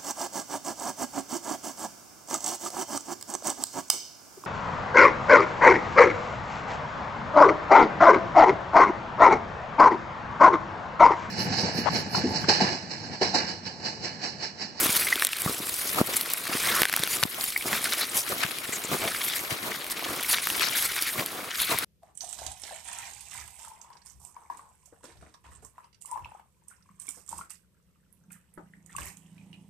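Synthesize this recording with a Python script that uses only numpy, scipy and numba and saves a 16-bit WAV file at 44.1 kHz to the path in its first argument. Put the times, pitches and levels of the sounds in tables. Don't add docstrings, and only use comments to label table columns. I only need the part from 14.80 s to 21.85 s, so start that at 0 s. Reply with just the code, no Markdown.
import sys
import numpy as np
from scipy import signal
from scipy.fft import rfft, irfft, next_fast_len
from scipy.io import wavfile
from scipy.ndimage import uniform_filter1d, map_coordinates
from numba import njit

SR = 44100
rng = np.random.default_rng(int(sys.argv[2]) if len(sys.argv) > 2 else 0)


def wav_record(signal):
    frames = np.transpose(np.atleast_2d(signal))
    bounded = np.clip(frames, -1, 1)
    quanta = np.round(bounded * 32767).astype(np.int16)
    wavfile.write(sys.argv[1], SR, quanta)


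N = 310770
TIME = np.arange(N) / SR
# (time [s], grass level [dB], litter level [dB], tyre level [dB])
PUSH = [(0, -29, -31, -32), (.3, -28, -32, -46.5), (.55, -52, -37, -51.5), (.9, -32, -42, -46.5),
        (1.3, -34, -36, -44.5), (1.62, -37.5, -38, -45.5), (1.93, -31, -27, -47), (2.12, -38, -35.5, -44),
        (2.72, -42, -43, -56.5), (2.92, -33, -37.5, -42.5), (3.8, -42.5, -40, -45),
        (4.4, -35.5, -39.5, -44), (5.1, -44, -40.5, -45), (5.6, -32.5, -33, -47), (6.1, -34, -32.5, -48.5),
        (6.5, -43.5, -40.5, -48), (6.7, -45, -45, -47.5), (7.05, -35, -29, -63)]
PUSH_S, PUSH_GRASS_DB, PUSH_LITTER_DB, PUSH_TYRES_DB = np.transpose(PUSH)


def undb(db):
    return 10 ** (np.asarray(db) / 20)


def unit(x):
    return x / np.sqrt(np.mean(x ** 2) + 1e-18)


def colour(x, points):
    hz, db = np.transpose(points)
    size = next_fast_len(N + 4096, True)
    bins_hz = np.fft.rfftfreq(size, 1 / SR) + 1
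    gain = undb(np.interp(np.log(bins_hz), np.log(hz), db))
    return irfft(rfft(x, size) * gain, size)[..., :N]


def walk(rate_hz):
    levels = rng.standard_normal(N // 20)
    return np.interp(TIME * rate_hz, np.arange(N // 20), levels) * np.sqrt(3 / 2)


def steady(x):
    power = np.abs(uniform_filter1d(x ** 2, size=2201))
    return x / np.sqrt(power + 1e-12)


@njit
def rings(at_s, hz, cycles, energy):
    out = np.zeros(N)
    for k in range(len(at_s)):
        life = cycles[k] * SR / hz[k]
        start = at_s[k] * SR
        first = int(start) + 1
        pole = -1 / life + 2j * np.pi * hz[k] / SR
        z = 2 * np.sqrt(energy[k] / life) * np.exp(pole * (first - start))
        step = np.exp(pole)
        for i in range(max(first, 0), min(first + int(7 * life), N)):
            out[i] += z.imag
            z *= step
    return out


def grains(count, low_hz, high_hz, cycles, spread_db):
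    when, pitch, ring, size = rng.random((count, 4)).T
    size_db = -spread_db * np.log(size + .01)
    hz = low_hz + (high_hz - low_hz) * pitch
    return unit(rings(when * N / SR, hz, cycles * (.5 + ring), undb(size_db) ** 2))


def rustle(fractures, rub_db, burst_db, burst_hz):
    bursts = undb(burst_db * (walk(burst_hz) + walk(burst_hz * np.pi)))
    rub = undb(rub_db) * rng.standard_normal(N)
    direct = steady((fractures + rub) * bursts)
    envelope = np.sqrt(np.abs(uniform_filter1d(steady(direct) ** 2, size=45)))
    scattered = rng.standard_normal(N) * envelope
    return np.array([direct, scattered])


def patchy(x, depth_db, leaf_hz, leaf_s):
    spec = signal.stft(x, nperseg=512)[2]
    bins, frames = np.indices(spec.shape[1:])
    where = [bins * SR / 512 / leaf_hz, frames * 256 / SR / leaf_s]
    shade = map_coordinates(rng.standard_normal((256, 1024)), where, order=1, mode="wrap")
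    return signal.istft(spec * undb(depth_db * shade), nperseg=512)[1][:, :N]


def swells(events, rise, shape):
    power = np.zeros(N)
    for at_s, length_s, db in events:
        near = slice(max(int((at_s - 2 * length_s) * SR), 0), int((at_s + 2 * length_s) * SR))
        u = (TIME[near] - at_s) / length_s
        fall = np.maximum(-u / rise, u / (1 - rise)) ** shape
        power[near] += undb(db - 10 * fall) ** 2
    return power


def course(push_db, events, steady_db, rise, shape):
    push = undb(steady_db + np.interp(TIME, PUSH_S, push_db))
    return np.sqrt(push ** 2 + swells(events, rise, shape))


def uneven(depth_db, rate_hz):
    return undb(depth_db * walk(rate_hz))


def aside(at_s):
    # (time [s], difference scale [dB])
    off_axis_points = [(0, -1), (.44, -13), (.6, -8), (1.2, 3.5), (1.42, -4), (1.7, -2.5), (2, -8),
                       (2.58, 2.5), (2.8, -4.5), (3.22, -5), (3.36, 0.5), (3.65, 2.5), (4.3, -4),
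                       (4.72, 2.5), (5.52, -5.5), (5.87, 2), (6.2, -6), (7.05, 0)]
    return undb(np.interp(at_s, *np.transpose(off_axis_points)))


def place(pair, points, gain, gain_db, side_db, left_db, follow, focus):
    # (frequency [Hz], relative side gain [dB])
    side_colour = [(50, -6), (120, -6.5), (350, -10.5), (700, -10), (1300, -3), (2400, -3.5), (4400, -6),
                   (8000, -25), (11000, -9), (15000, -8)]
    mid, scattered = colour(pair, points)
    scale = undb(gain_db) * gain / np.std(mid)
    off_axis = aside(TIME) ** follow
    spread = undb(side_db) * (np.median(gain) / gain) ** focus
    lean = (undb(left_db / 2) - 1) * off_axis ** .5 * mid
    side = off_axis * (spread * colour(scattered, side_colour) + lean)
    return scale * np.array([mid + side, mid - side])


def ports(at_s, hz, cycles, energy, lag_s=1.6e-5, left_db=2.0):
    lag = lag_s * aside(at_s) * rng.uniform(-2.1, 1, len(at_s)) * np.sqrt(2000 / hz)
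    cycles = np.full(len(at_s), float(cycles))
    lean_db = left_db * aside(at_s)
    return np.array([rings(at_s + s * lag, hz, cycles, energy * undb(s * lean_db)) for s in (1, -1)])


def grass():
    # (frequency [Hz], gain [dB])
    blade_colour = [(1500, -7.5), (3500, -3.5), (5200, -4.5), (7000, -5), (8600, -1.5), (10500, 1.5),
                    (13000, -1), (15800, -9)]
    # (peak time [s], length [s], relative level [dB])
    tuft_swells = [(0.004, 0.08, -25.0), (0.175, 0.14, -23.5), (0.43, 0.067, -28), (0.53, 0.028, -30),
                   (0.662, 0.27, -31.5), (1.085, 0.084, -30.5), (1.27, 0.025, -27), (1.365, 0.081, -27.0),
                   (1.517, 0.053, -32), (1.873, 0.21, -31), (1.999, 0.099, -28), (2.342, 0.11, -27),
                   (2.65, 0.16, -30), (2.8, 0.07, -38), (3.054, 0.02, -27), (3.116, 0.039, -30),
                   (3.2, 0.034, -30), (3.37, 0.08, -26.5), (3.497, 0.07, -35), (3.608, 0.052, -34.5),
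                   (3.935, 0.14, -35), (4.468, 0.11, -36), (4.56, 0.056, -30.5), (4.733, 0.081, -37.5),
                   (5.119, 0.027, -32), (5.523, 0.062, -23), (5.987, 0.122, -27.5), (6.05, 0.075, -29.0),
                   (6.223, 0.035, -27), (6.287, 0.098, -30.0), (6.816, 0.11, -26.5), (6.916, 0.031, -30),
                   (6.993, 0.02, -29.5)]
    flicks = grains(count=15000, low_hz=3980, high_hz=16770, cycles=2.9, spread_db=4.5)
    flicks = rustle(flicks, rub_db=3, burst_db=1.82, burst_hz=56)
    sound = patchy(flicks, depth_db=4.0, leaf_hz=465.0, leaf_s=.022)
    gain = course(PUSH_GRASS_DB, tuft_swells, steady_db=0.2, rise=0.52, shape=1.54)
    gain = gain * uneven(depth_db=1.64, rate_hz=24)
    return place(sound, blade_colour, gain, gain_db=-0.54, side_db=2, left_db=0.7, follow=0.4, focus=0.3)


def litter():
    # (frequency [Hz], gain [dB])
    leaf_colour = [(300, -59), (850, -13.5), (1300, -1), (1800, 0.5), (2250, 3.5), (2650, -2), (3700, -1.5),
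                   (5000, -5.5), (7000, -10), (14000, -21)]
    # (peak time [s], length [s], relative level [dB])
    crunch_swells = [(0.185, 0.096, -32), (0.34, 0.041, -27.5), (0.417, 0.04, -42), (0.534, 0.056, -36),
                     (1.35, 0.17, -37.5), (1.502, 0.074, -34), (1.743, 0.038, -27.5), (1.984, 0.17, -33),
                     (2.09, 0.02, -27), (2.13, 0.089, -36), (2.222, 0.15, -32.5), (2.348, 0.043, -35),
                     (2.431, 0.021, -26.5), (2.94, 0.11, -32), (3.063, 0.04, -29.5), (3.134, 0.032, -27.5),
                     (3.213, 0.1, -31), (3.493, 0.04, -35.5), (3.629, 0.051, -27), (3.752, 0.091, -38),
                     (3.925, 0.073, -40), (4.275, 0.24, -32.5), (4.417, 0.017, -28.5), (4.52, 0.1, -34),
                     (4.723, 0.054, -33.5), (4.946, 0.097, -37), (5.022, 0.016, -33), (5.122, 0.03, -34.5),
                     (5.166, 0.015, -32.5), (5.249, 0.018, -30), (5.54, 0.017, -22.5),
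                     (5.824, 0.066, -27.5), (6.175, 0.061, -30), (6.27, 0.078, -33.5), (6.397, 0.034, -25),
                     (6.711, 0.013, -29), (6.797, 0.02, -32), (6.802, 0.24, -34), (6.922, 0.081, -29.0)]
    crunch = grains(count=9000, low_hz=710, high_hz=7050, cycles=2, spread_db=3.0)
    crunch = rustle(crunch, rub_db=4.0, burst_db=2.5, burst_hz=44)
    sound = patchy(crunch, depth_db=3.0, leaf_hz=365, leaf_s=.02)
    gain = course(PUSH_LITTER_DB, crunch_swells, steady_db=-0.33, rise=0.5, shape=2.5)
    gain = gain * uneven(depth_db=1.33, rate_hz=26)
    return place(sound, leaf_colour, gain, gain_db=-1.0, side_db=-1.0, left_db=3.5, follow=1.6, focus=0.11)


def tyres():
    # (frequency [Hz], gain [dB])
    roll_colour = [(25, -39), (60, -7.5), (120, -3.5), (230, 0), (360, 3), (520, -1), (700, 0.5), (860, -3),
                   (1150, 2), (1600, -4.5), (3000, -6.5)]
    # (peak time [s], length [s], relative level [dB])
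    scuff_swells = [(0.064, 0.028, -33.5), (0.362, 0.081, -40.5), (0.687, 0.11, -33), (0.805, 0.18, -43.5),
                    (1.192, 0.081, -25.0), (1.305, 0.082, -32), (1.738, 0.093, -31), (1.894, 0.14, -30),
                    (2.014, 0.082, -33.5), (2.392, 0.18, -38.5), (2.583, 0.15, -40), (2.867, 0.054, -33),
                    (2.94, 0.101, -33.5), (3.197, 0.059, -37), (3.36, 0.043, -34), (3.523, 0.033, -32.5),
                    (3.634, 0.12, -35.5), (4.139, 0.07, -30), (4.249, 0.11, -34), (4.729, 0.065, -36),
                    (4.87, 0.16, -34.5), (5.31, 0.28, -34.5), (5.807, 0.25, -37.5), (6.408, 0.085, -29),
                    (6.56, 0.28, -39), (6.924, 0.044, -26), (7.04, 0.25, -37.5)]
    scuffs = grains(count=4000, low_hz=103.8, high_hz=1541, cycles=1.6, spread_db=2.0)
    sound = rustle(scuffs, rub_db=4.5, burst_db=1.17, burst_hz=49)
    gain = course(PUSH_TYRES_DB, scuff_swells, steady_db=0.4, rise=0.52, shape=1.6)
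    gain = gain * uneven(depth_db=1.68, rate_hz=22)
    return place(sound, roll_colour, gain, gain_db=0.7, side_db=6.0, left_db=0.6, follow=0.45, focus=.05)


def bumps(cycles=0.45, shell_db=-13, shell_hz=900):
    # (time [s], relative level [dB], pitch [Hz])
    drops = [(0.06, -26.5, 377), (0.0937, -25, 220), (0.3608, -28.5, 338), (0.6619, -17, 160),
             (.6961, -27.5, 400), (.803, -31, 300), (1.2058, -25, 544), (1.214, -6.5, 252),
             (1.696, -29, 300), (1.752, -24.5, 330), (2.0183, -24, 370), (2.199, -27, 173),
             (2.2338, -32, 410), (2.434, -22, 121), (2.4537, -20.5, 250), (2.858, -30, 348),
             (3.649, -27.5, 150), (3.8925, -29.5, 334), (4.048, -31, 377), (4.1477, -26, 310),
             (4.256, -27.5, 400), (4.7221, -28, 120), (6.3855, -25, 105), (6.921, -29, 420),
             (6.949, -32, 100)]
    at_s, db, hz = np.transpose(drops)
    energy = undb(db) ** 2 * SR / 1000
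    thud = ports(at_s, hz, cycles, energy, lag_s=5e-5)
    knock_hz = shell_hz * np.exp(0.33 * rng.standard_normal(len(at_s)))
    shell = ports(at_s, knock_hz, 0.31, energy * undb(shell_db) ** 2, lag_s=5e-5)
    return colour(thud + shell, [(25, -46), (60, -5.5), (130, 3.0), (1200, 9.5), (2500, -41)])


def needles(count=60, crack_db=-29, ring_db=-29, spread_db=1.0, ring_hz=2600):
    when, crack, ring, pitch = rng.random((count, 4)).T
    cracks_db = crack_db + spread_db * (2 * crack - 1)
    rings_db = ring_db + spread_db * (2 * ring - 1)
    return np.transpose([when * N / SR, cracks_db, rings_db, ring_hz * 2 ** (2 * pitch - 1)])


def snaps(crack_hz=11500, splinter_s=.0018, splinter_db=-14):
    # (time [s], relative crack level [dB], relative ring level [dB], ring pitch [Hz])
    stems = [(0.067, -15, -27, 2260), (.1661, -12.5, -33, 4530), (0.3568, -19.5, -18, 3220),
             (.397, -21, -22, 4230), (0.423, -21, -10.5, 1800), (.449, -8, -23, 3500),
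             (0.4696, -14, -21, 3640), (0.532, -23, -19, 2700), (0.6193, -18, -39, 1230),
             (0.942, -19, -53, 2170), (1.093, -30, -31, 2010), (1.3675, -11.5, -39, 4540),
             (1.4112, -17, -23, 3960), (1.5018, -20.5, -37, 2100), (1.5359, -12.5, -51, 5600),
             (1.8731, -18, -21, 1190), (2.0189, -5.5, -7, 1700), (2.0328, -13, -5.5, 2240),
             (2.054, -15, -7.5, 1880), (2.0967, -20, -17, 1660), (2.1274, -16.5, -21, 1720),
             (2.1387, -20, -13.5, 1980), (2.164, -11.5, -25, 2120), (2.173, -34, -20.5, 1450),
             (2.1936, -20, -27, 2210), (2.2364, -15.5, -16, 3660), (2.2753, -22, -18, 1390),
             (2.4288, -22, -15.5, 1640), (2.4358, -16, -7.5, 4060), (2.6105, -27, -21.5, 4650),
             (2.6405, -18, -46, 5390), (2.7768, -18.5, -51, 4240), (2.93, -25, -15.5, 1840),
             (3.0425, -16, -27, 3990), (3.135, -19, -25, 1540), (3.2324, -32, -23, 1430),
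             (3.6346, -21, -19.5, 2200), (3.786, -23, -33, 4610), (4.2776, -35, -22, 2550),
             (4.4459, -22, -42, 3590), (5.434, -19.5, -39, 3660), (5.5305, -15, -20, 4300),
             (5.5844, -38, -18.5, 2240), (5.6715, -18, -18, 1500), (5.7017, -23, -17.5, 2960),
             (5.7962, -23, -19.5, 3400), (5.9882, -22, -24, 2360), (6.025, -16, -26, 3630),
             (6.1644, -26, -24, 1730), (6.2237, -13.5, -28, 4850), (6.3967, -30, -22, 2480),
             (6.4617, -19, -36, 4850), (6.7987, -31, -29, 3810), (6.9876, -13, -33, 4420)]
    at_s, crack_level_db, ring_level_db, hz = np.vstack([stems, needles()]).T
    crack = undb(crack_level_db) ** 2 * SR / 1000
    ring = undb(ring_level_db) ** 2 * SR / 1000
    pitch_hz = crack_hz * np.exp(.1 * rng.standard_normal(len(at_s)))
    out = ports(at_s, pitch_hz, 3.2, .65 * crack)
    out = out + ports(at_s + .0002, hz, 1.5, .7 * ring)
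    out = out + ports(at_s, np.full(len(at_s), 5600.), .8, .17 * np.sqrt(crack * ring))
    for _ in range(6):
        when, pitch, overtone = rng.random((3, len(at_s)))
        tear_s = at_s + splinter_s * (2 * when - .5)
        out = out + ports(tear_s, crack_hz * (0.624 + .75 * pitch), 5.0, crack * undb(splinter_db) ** 2)
        out = out + ports(tear_s, hz * 2 ** (2 * overtone - .7), 1, ring * undb(-14) ** 2)
    return colour(out, [(40, -24), (600, -5), (1200, 0)])


def scrapes(gain_db=-1):
    # (start time [s], length [s], relative level [dB], centre pitch [Hz])
    slides = [(.2685, 0.0046, -18, 2200), (.321, 0.0094, -15.5, 2000), (.527, 0.0083, -37, 2720),
              (1.88, 0.17, -29.5, 1525), (2.081, .009, -32, 10800), (2.7595, 0.0052, -21, 2140),
              (2.807, .006, -31, 2220), (3.205, 0.038, -28, 4150), (3.293, 0.0091, -33, 8400),
              (3.35, 0.088, -33.5, 6700), (3.918, 0.032, -32, 7400), (3.944, 0.029, -31.5, 7000),
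              (3.922, 0.016, -31, 2160), (4.036, 0.025, -34, 7100), (4.21, .09, -36, 695),
              (4.43, 0.064, -29.5, 12000), (5.108, 0.017, -34, 10900), (5.53, 0.016, -28, 1820),
              (5.621, .013, -32, 9600), (5.81, 0.092, -30, 4800), (6.385, .014, -33, 1900),
              (6.785, 0.061, -29, 3730), (6.905, 0.046, -34, 1070)]
    at_s, length_s, db, hz = np.repeat(slides, 32, axis=0).T
    when = rng.beta(2, 2, len(at_s))
    energy = undb(db + gain_db) ** 2 * length_s * SR / 32
    pitch_hz = hz * np.exp((.03 + 1.2 * length_s) * rng.standard_normal(len(at_s)))
    return colour(ports(at_s + length_s * when, pitch_hz, 7.2, energy), [(60, -37), (600, -1.5)])


def gain_control(x, top_db, ratio, sense_s, release_s):
    pole = np.exp(-1 / (sense_s * SR))
    power = signal.lfilter([1 - pole], [1, -pole], np.mean(x ** 2, axis=0)) + 1e-12
    fade = 2 * TIME / release_s
    held = np.exp((np.maximum.accumulate(np.log(power) + fade) - fade) / 2)
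    return x * np.minimum(undb(top_db) / held, 1) ** (1 - 1 / ratio)


def scene():
    return grass() + litter() + tyres() + bumps() + snaps() + scrapes()


def record(dry):
    sound = signal.sosfilt(signal.butter(2, 28, "high", fs=SR, output="sos"), dry)
    sound = gain_control(sound, top_db=-20, ratio=3.3, sense_s=0.0054, release_s=0.16)
    sound = np.clip(sound, -1, 1)
    top_hz = 15900
    return signal.sosfiltfilt(signal.ellip(10, .05, 50, top_hz, fs=SR, output="sos"), sound)


dry = scene()
out = record(dry)
wav_record(out)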